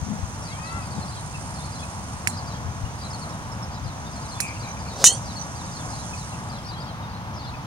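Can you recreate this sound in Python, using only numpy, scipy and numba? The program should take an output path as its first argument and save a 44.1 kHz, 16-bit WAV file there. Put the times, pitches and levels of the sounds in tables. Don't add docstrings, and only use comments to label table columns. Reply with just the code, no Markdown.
import sys
import numpy as np
from scipy import signal
from scipy.fft import rfft, irfft
from scipy.io import wavfile
from numba import njit

SR = 44100
rng = np.random.default_rng(int(sys.argv[2]) if len(sys.argv) > 2 else 0)


def materialize(psi):
    bounded = np.clip(np.atleast_2d(psi).T, -1, 1)
    quanta = np.round(bounded * 32767).astype(np.int16)
    wavfile.write(sys.argv[1], SR, quanta)


N = 337806
T = np.arange(N) / SR
HZ = np.maximum(np.arange(N // 2 + 1) * SR / N, 1)
SOUND_M_S = 343
IMPACT_S = 5.0415
TOP_HZ = 15700

# (frequency [Hz], level density [dB per Hz])
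TRAFFIC_SPECTRUM = [(20, -81), (40, -73.5), (65, -58), (105, -55.5), (170, -59), (260, -67), (400, -77),
                    (620, -71.5), (900, -66), (1300, -72.5), (2000, -82.5), (3200, -96), (8000, -112)]
# (frequency [Hz], level density [dB per Hz])
AIR_SPECTRUM = [(20, -78), (65, -64), (130, -64.5), (380, -85), (900, -74.5), (2000, -82), (3200, -84.5),
                (6200, -88.5), (7500, -100), (10000, -101), (12500, -103), (16000, -104)]
# (time [s], half length [s], level [dB], top frequency [Hz])
WIND_PUFFS = [(0.029, 0.013, -27.5, 151), (0.102, 0.049, -28.5, 323), (0.192, 0.006, -27.5, 220),
              (.245, 0.019, -30, 151), (0.981, 0.017, -31.5, 352), (2.68, 0.043, -34, 171),
              (2.827, 0.048, -32.5, 154), (3.864, 0.046, -34, 169)]
# (time [s], relative level [dB])
CHORUS_SWELL = [(0, -53.4), (0.5, -49), (1.1, -48.5), (1.45, -46.5), (2.15, -48.5), (2.55, -56),
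                (2.85, -54.5), (3.2, -49.5), (3.75, -59), (4.35, -49.5), (4.78, -54), (5.55, -50.5),
                (5.95, -47), (6.27, -48), (6.65, -57.3), (7.1, -67), (7.66, -64)]
# (frequency [Hz], relative level [dB])
CHORUS_SPECTRUM = [(2500, -45), (4500, -2), (6400, 3), (7300, -2), (8100, -2.5), (8800, -3.5), (9650, -4.5),
                   (10300, -9.5), (11500, -20), (14000, -31)]
# (time [s], level [dB])
DRONE_SWELL = [(0, -47.5), (.6, -53), (1.4, -62), (2.5, -50.5), (3.5, -55), (4.2, -50.5), (5.3, -48.5),
               (6.2, -45.5), (6.7, -68), (7.66, -61)]
# (time [s], pitch [Hz], relative level [dB])
MEW_CONTOUR = [(.44, 440, -75), (.47, 465, -58), (.51, 530, -55), (.58, 600, -52), (.65, 643, -49),
               (.77, 681, -49), (.84, 630, -54), (.88, 600, -75)]
# (centre [Hz], width [Hz], relative level [dB])
THROAT_RESONANCES = [(1350, 300, 9), (2160, 370, 7.5), (2570, 200, -1), (4070, 460, -10)]
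# (time [s], length [s], centre [Hz], level [dB])
SCOLDS = [(4.39, 0.094, 2460, -39.5), (4.453, 0.078, 2320, -39.5), (4.553, .025, 2650, -43.5),
          (4.628, 0.093, 2330, -47.5), (4.767, 0.02, 2430, -46), (4.847, .05, 2350, -50)]
# (time [s], length [s], top pitch [Hz], relative level [dB])
BIRD_PHRASES = [(.42, .13, 5610, -47), (.633, .09, 4910, -49), (.82, .03, 4990, -51),
                (0.907, .04, 4550, -50), (1.011, .04, 4280, -53), (1.05, .13, 5670, -49),
                (1.53, .09, 5210, -48.5), (1.625, .04, 4390, -48), (1.72, .11, 4950, -47),
                (2.278, .04, 4300, -46), (2.324, .04, 4150, -47), (2.37, .03, 5000, -42),
                (2.44, .15, 5600, -48.5), (3.01, .08, 4870, -43), (3.1, .06, 5200, -44),
                (3.214, .04, 4480, -44.5), (3.738, .03, 5300, -49), (3.84, .09, 4900, -51.5),
                (4.047, .04, 3630, -49.5), (4.126, .06, 5120, -48.5), (4.28, .11, 5070, -45),
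                (4.468, .03, 5050, -44), (4.595, .08, 4880, -46.5), (4.787, .04, 4900, -51),
                (4.873, .04, 4390, -48), (5.228, .11, 5600, -46.5), (5.325, .03, 5450, -48),
                (5.358, .04, 4450, -41.5), (5.552, .09, 4800, -48), (5.714, .1, 5080, -47.5),
                (5.9, .06, 5200, -49), (5.955, .1, 5000, -50), (6.165, .06, 4790, -48.5),
                (6.494, .11, 4900, -46), (6.657, .12, 5640, -44), (6.8, .03, 5020, -45),
                (6.866, .05, 3250, -48), (7.022, .05, 3750, -51), (7.336, .14, 5970, -47.5),
                (7.435, .09, 4970, -48)]
# (time [s], pitch [Hz], relative level [dB])
BIRD_PEEPS = [(1.34, 2665, -40.5), (1.826, 2520, -40), (2.848, 2900, -48), (6.13, 2510, -41),
              (6.325, 2730, -43), (7.535, 2540, -46)]
# (time [s], length [s], pitch [Hz], relative level [dB], final sag [Hz])
THIN_PIPS = [(3.293, .022, 5550, -48, 250), (3.515, .022, 5350, -46.5, 350),
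             (3.625, .025, 5420, -43.5, 500), (4.68, .048, 6010, -45, 0), (4.959, .017, 5960, -45, 0),
             (5.387, 0.044, 5990, -39.5, 0)]
# (time [s], knock level [dB], knock frequency [Hz],
#                         ring level [dB], ring 60 dB decay time [s], tail level [dB])
BAY_SHOTS = [(2.2727, -5.5, 2150, -19, 0.027, -36), (4.4024, -14.5, 1900, -19, 0.039, -31)]
# (frequency [Hz], relative level [dB])
SHOT_SPECTRUM = [(1500, -12), (3000, -5), (5500, 4.5), (8000, 4.5), (11000, -2), (13000, -10), (16000, -20)]
# (frequency [Hz], relative level [dB], 60 dB decay time [s])
HEAD_MODES = [(1850, -25, .22), (2692, -18, .16), (2950, -10, .21), (3634, -9, .11), (4040, -13, .26),
              (4371, -14, .11), (5464, -3, .12), (5766, -2, .11), (5981, 5, .115), (6589, 4, .11),
              (6735, 0, .11), (7224, 0, .11), (7386, -5, .11), (7644, -7, .12), (7865, -5, .125),
              (8280, -6, .13), (8710, -9, .12), (8990, -9, .11), (9372, -12, .11), (9889, -11, .09),
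              (11477, -16, .09)]
# (frequency [Hz], relative level of a mode [dB])
SHELL_SPECTRUM = [(2500, -19), (4500, -15), (6200, -6), (8000, -16), (10000, -9), (12500, -22),
                  (15500, -30)]
# (delay [s], relative level [dB], centre [Hz],
#                                   width of each of two resonances [Hz], left minus right [dB])
FITTING_ECHOES = [(0.019, -5.5, 2860, 900, 3), (0.029, -18, 6540, 2000, -6), (0.055, -29, 8800, 2500, -13),
                  (.083, -24.5, 8800, 1500, -12), (.099, -35, 9000, 1810, -10),
                  (0.107, -38, 6000, 700, -10)]

NOTE_S, NOTE_HZ = .034, 4505
STEP_HZ = 789
ARCH_HZ, ARCH_PER_HZ = 480, .6
SLUR_HZ = 130
STRAIN_DB_PER_OCTAVE2 = 20
PEEP_S, PEEP_SAG_HZ = .023, 220


def undb(db):
    return 10 ** (np.asarray(db) / 20)


def unit(x):
    return x / np.sqrt(np.mean(x ** 2))


def colour(points, hz=HZ):
    point_hz, db = np.transpose(points)
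    return undb(np.interp(np.log(hz), np.log(point_hz), db))


def resonance(centre_hz, width_hz, hz=HZ):
    return 1 / (1 + 1j * (hz ** 2 - centre_hz ** 2) / (hz * width_hz))


def shape(x, response):
    return irfft(rfft(x) * response, N)


def noise(response):
    return shape(rng.standard_normal(N), response) * np.sqrt(SR / 2)


def walk(rate):
    return unit(noise(1 / (1 + (HZ / rate) ** 4)))


def decay(age, t60):
    return (age >= 0) * np.exp(-np.log(1000) * np.maximum(age, 0) / t60)


def place(x, lead_ms, pan_db):
    late = np.exp(-2j * np.pi * HZ * lead_ms / 1000)
    left = x * undb(pan_db / 2)
    right = shape(x, late) * undb(-pan_db / 2)
    return np.array([left, right])


def scatter(x, wet_db, t60):
    tail = rng.standard_normal((2, N)) * decay(T - .003, t60)
    response = tail / np.sqrt(np.sum(tail ** 2) / 2)
    return undb(wet_db) * shape(x, rfft(response))


def haze():
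    traffic = noise(colour(TRAFFIC_SPECTRUM)) * undb(.5 * walk(2.0) + 0.75 * walk(7))
    engines = undb(-48.5) * unit(noise(resonance(104.65, 4.5) ** 2))
    air = np.array([noise(colour(AIR_SPECTRUM)) for _ in range(2)])
    return place(traffic + engines, lead_ms=0.21, pan_db=1) + air


def wind():
    puffs = np.zeros(N)
    for s, half_s, db, top_hz in WIND_PUFFS:
        swell = np.exp(-((T - s) / half_s) ** 2)
        puffs += undb(db) * swell * unit(noise(resonance(top_hz / 2, top_hz / 2) ** 3))
    return place(puffs, lead_ms=.2, pan_db=14.0)


def insects(chorus_db=-1.1, stroke_hz=20.5):
    stroke = 2 * np.pi * np.cumsum(stroke_hz * (1 + 0.02 * walk(2.7))) / SR
    pulsing = 1 + .17 * np.cos(stroke) + .17 * np.cos(3 * stroke) + .08 * np.cos(4 * stroke)
    swell_db = np.interp(T, *np.transpose(CHORUS_SWELL)) + chorus_db + .5 * walk(30)
    chorus = pulsing * unit(noise(colour(CHORUS_SPECTRUM))) * undb(swell_db)
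    drone_db = np.interp(T, *np.transpose(DRONE_SWELL))
    drone = unit(noise(resonance(6060, 1350) ** 2)) * undb(drone_db)
    direct = place(chorus, lead_ms=-0.093, pan_db=-10) + place(drone, lead_ms=-0.1, pan_db=-6.0)
    return direct + scatter(chorus + drone, wet_db=-18, t60=0.091)


def mewing_bird(count=7):
    s, pitch, db = np.transpose(MEW_CONTOUR)
    hz = np.interp(T, s, pitch) * (1 + 0.0035 * walk(57))
    phase = 2 * np.pi * np.cumsum(hz) / SR
    cry = np.zeros(N)
    for k in range(2, count):
        throat = sum(undb(gain_db) * np.abs(resonance(centre_hz, width_hz, k * hz)) ** 2
                     for centre_hz, width_hz, gain_db in THROAT_RESONANCES)
        cry += np.sin(k * phase) * throat
    cry = cry * np.interp(T, s, undb(db), left=0, right=0)
    return place(cry, lead_ms=-0.3, pan_db=10.5) + scatter(cry, wet_db=-6, t60=0.28)


def hoarse_bird():
    scold = np.zeros(N)
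    for s, length, hz, db in SCOLDS:
        burst = np.exp(-(2 * (T - s) / length - 1) ** 4)
        scold += undb(db) * burst * unit(noise(resonance(hz, 410) ** 3))
    return place(scold, lead_ms=0.11, pan_db=8.5) + scatter(scold, wet_db=-7, t60=0.43)


def whistles(notes, waver=0.013):
    out = np.zeros(N)
    tremble = 1 + waver * walk(118)
    flutter = undb(2.6 * walk(117))
    for s, length, start_hz, middle_hz, end_hz, db in notes:
        i = np.flatnonzero(np.abs(T - s - length / 2) < .6 * length)
        u = (T[i] - s) / length
        arch = np.polyfit([0, .5, 1], [start_hz, middle_hz, end_hz], 2)
        hz = np.polyval(arch, u) * tremble[i]
        tone = np.sqrt(2) * np.sin(2 * np.pi * np.cumsum(hz) / SR)
        out[i] += undb(db) * signal.windows.tukey(len(i), .5) * flutter[i] * tone
    return out


def tumble(s, length, top_hz, db, skew_hz=110):
    notes, end = [], s + length
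    for lean_hz in SLUR_HZ + skew_hz * rng.standard_normal(6):
        note_s = NOTE_S * NOTE_HZ / top_hz
        if notes and s + note_s / 2 > end:
            break
        foot_hz = top_hz - max(ARCH_HZ + ARCH_PER_HZ * (top_hz - NOTE_HZ), 0)
        strain_db = STRAIN_DB_PER_OCTAVE2 * np.log2(top_hz / NOTE_HZ) ** 2
        notes.append((s, note_s, foot_hz + lean_hz, top_hz, foot_hz - lean_hz, db - strain_db))
        s, top_hz = s + note_s, top_hz - STEP_HZ
    return notes


def level_note(s, length, hz, db, sag_hz):
    return s, length, hz, hz, hz - sag_hz, db


def flock(count=80, flock_db=-53.0, spread_db=3, low_hz=4500, high_hz=6000,
          early_s=.04, late_s=.1, length_s=.07):
    notes = []
    for k, (wait, pitch, loud) in enumerate(rng.random((count, 3))):
        phrase_s = BIRD_PHRASES[k % len(BIRD_PHRASES)][0]
        s = phrase_s - early_s + wait * (early_s + late_s)
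        top_hz = low_hz + pitch * (high_hz - low_hz)
        notes += tumble(s, length_s, top_hz, flock_db + spread_db * (2 * loud - 1))
    return whistles(notes)


def small_birds():
    notes = [note for phrase in BIRD_PHRASES for note in tumble(*phrase)]
    notes += [level_note(s, PEEP_S, hz, db, PEEP_SAG_HZ) for s, hz, db in BIRD_PEEPS]
    song, others = whistles(notes), flock()
    pips = whistles([level_note(*pip) for pip in THIN_PIPS], waver=.003)
    left = place(song, lead_ms=0.22, pan_db=5.5) + place(others, lead_ms=0.072, pan_db=2.5)
    right = place(pips, lead_ms=-0.252, pan_db=-11.5)
    return left + right + scatter(song + pips + others, wet_db=-6, t60=0.2)


def other_bays(echo_db=-8, echo_s=.025):
    shots = np.zeros(N)
    for s, knock_db, knock_hz, ring_db, t60, tail_db in BAY_SHOTS:
        age = T - s
        pulse = np.exp(-((age - .0005) / 0.00042) ** 2)
        knock = undb(knock_db) * np.sin(2 * np.pi * knock_hz * age) * pulse
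        ring = undb(ring_db) * unit(noise(colour(SHOT_SPECTRUM))) * decay(age - .001, t60)
        tail = undb(tail_db) * unit(noise(resonance(7500, 5000) ** 3)) * decay(age - .004, .18)
        shots += knock + ring + tail
    delay = np.exp(-2j * np.pi * HZ * echo_s)
    echo = undb(echo_db) * shape(shots, resonance(7500, 1800) ** 2 * delay)
    return place(shots + echo, lead_ms=-0.19, pan_db=-8.5) + scatter(shots, wet_db=-16, t60=.04)


def swish(peak_s=5.022, rise_s=0.034, fall_s=0.044, head_db=-33, shaft_db=-32.5):
    speed = np.exp(-np.abs(T - peak_s) / np.where(T < peak_s, rise_s, fall_s))
    head = undb(head_db) * unit(noise(resonance(560, 450) ** 2))
    shaft = undb(shaft_db) * unit(noise(resonance(4700, 3000) ** 2))
    return place(np.sqrt(speed) * head + speed * shaft, 0, 0)


def head_ring(speed=32, angle=.5, turn_rate=13, ring_db=2, shell_db=-2.5, shell_t60=0.1,
              shade_db=-5, shade_hz=8500, count=150):
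    age = T[:SR // 2]
    receding = speed * np.cos(np.minimum(angle + turn_rate * age, np.pi))
    clock = np.cumsum((SOUND_M_S + receding[0]) / (SOUND_M_S + receding)) / SR
    in_view = 1 / (1 + (age / .13) ** 10)
    chance = rng.random((count, 3))
    fine_hz = 2500 + 13000 * (np.arange(count) + chance[:, 0]) / count
    fine_gain = undb(shell_db) * colour(SHELL_SPECTRUM, fine_hz) * (.5 + chance[:, 1])
    fine_t60 = shell_t60 * (0.6 + 0.69 * chance[:, 2])
    modes = [(hz, undb(db + ring_db), t60) for hz, db, t60 in HEAD_MODES]
    modes += zip(fine_hz, fine_gain, fine_t60)
    ring, start = np.zeros((2, N)), int(IMPACT_S * SR)
    for hz, gain, t60 in modes:
        unlike = min((hz / 8500) ** 3, 2) * rng.standard_normal((2, 1)) * .8
        phase = rng.uniform(0, 2 * np.pi) + unlike
        beat = 1 + .4 * np.cos(2 * np.pi * .017 * hz * age + rng.uniform(0, 2 * np.pi))
        ports = undb([[shade_db / (1 + (shade_hz / hz) ** 10)], [0]])
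        tone = np.sin(2 * np.pi * hz * clock + phase)
        ring[:, start:start + len(age)] += gain * ports * beat * in_view * decay(age, t60) * tone
    return ring


def drive(contact_s=.00015, knock_db=20, level_db=-2):
    squeeze = (T - IMPACT_S) / contact_s - 1
    knock = -squeeze * np.exp(-squeeze ** 2) * undb(knock_db)
    direct = head_ring() + knock
    mid = direct.mean(axis=0)
    echoes = np.zeros((2, N))
    for lag_s, db, hz, width_hz, pan_db in FITTING_ECHOES:
        delay = np.exp(-2j * np.pi * HZ * lag_s)
        echo = shape(mid, resonance(hz, width_hz) ** 2 * delay)
        echoes += undb(db) * place(echo, 0, pan_db)
    nearby = scatter(mid, wet_db=-8.5, t60=0.044)
    field = scatter(mid, wet_db=-30, t60=0.6)
    return undb(level_db) * (direct + echoes + nearby + field)


def scene(drive_db=-2):
    background = haze() + wind()
    wildlife = insects() + mewing_bird() + hoarse_bird() + small_birds()
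    golf = other_bays() + swish() + undb(drive_db) * drive()
    return background + wildlife + golf


@njit
def follow(x, attack, release):
    out, level = np.empty(len(x)), 0.
    for i in range(len(x)):
        level += (x[i] - level) * (attack if x[i] > level else release)
        out[i] = level
    return out


def record(dry, ceiling=0.9, attack_s=0.00021, release_s=0.0051, port_db=1):
    port_ring = undb(port_db) * shape(dry[1], resonance(9430, 1520))
    ports = np.array([dry[0], dry[1] + port_ring])
    peak = np.abs(ports).max(axis=0)
    envelope = follow(peak, min(1 / (attack_s * SR), 1.), 1 / (release_s * SR))
    limited = np.clip(ports * ceiling / np.maximum(envelope, ceiling), -1, 1)
    low_pass = signal.ellip(8, .2, 70, TOP_HZ, fs=SR, output="sos")
    return signal.sosfilt(low_pass, limited)


dry = scene()
out = record(dry)
materialize(out)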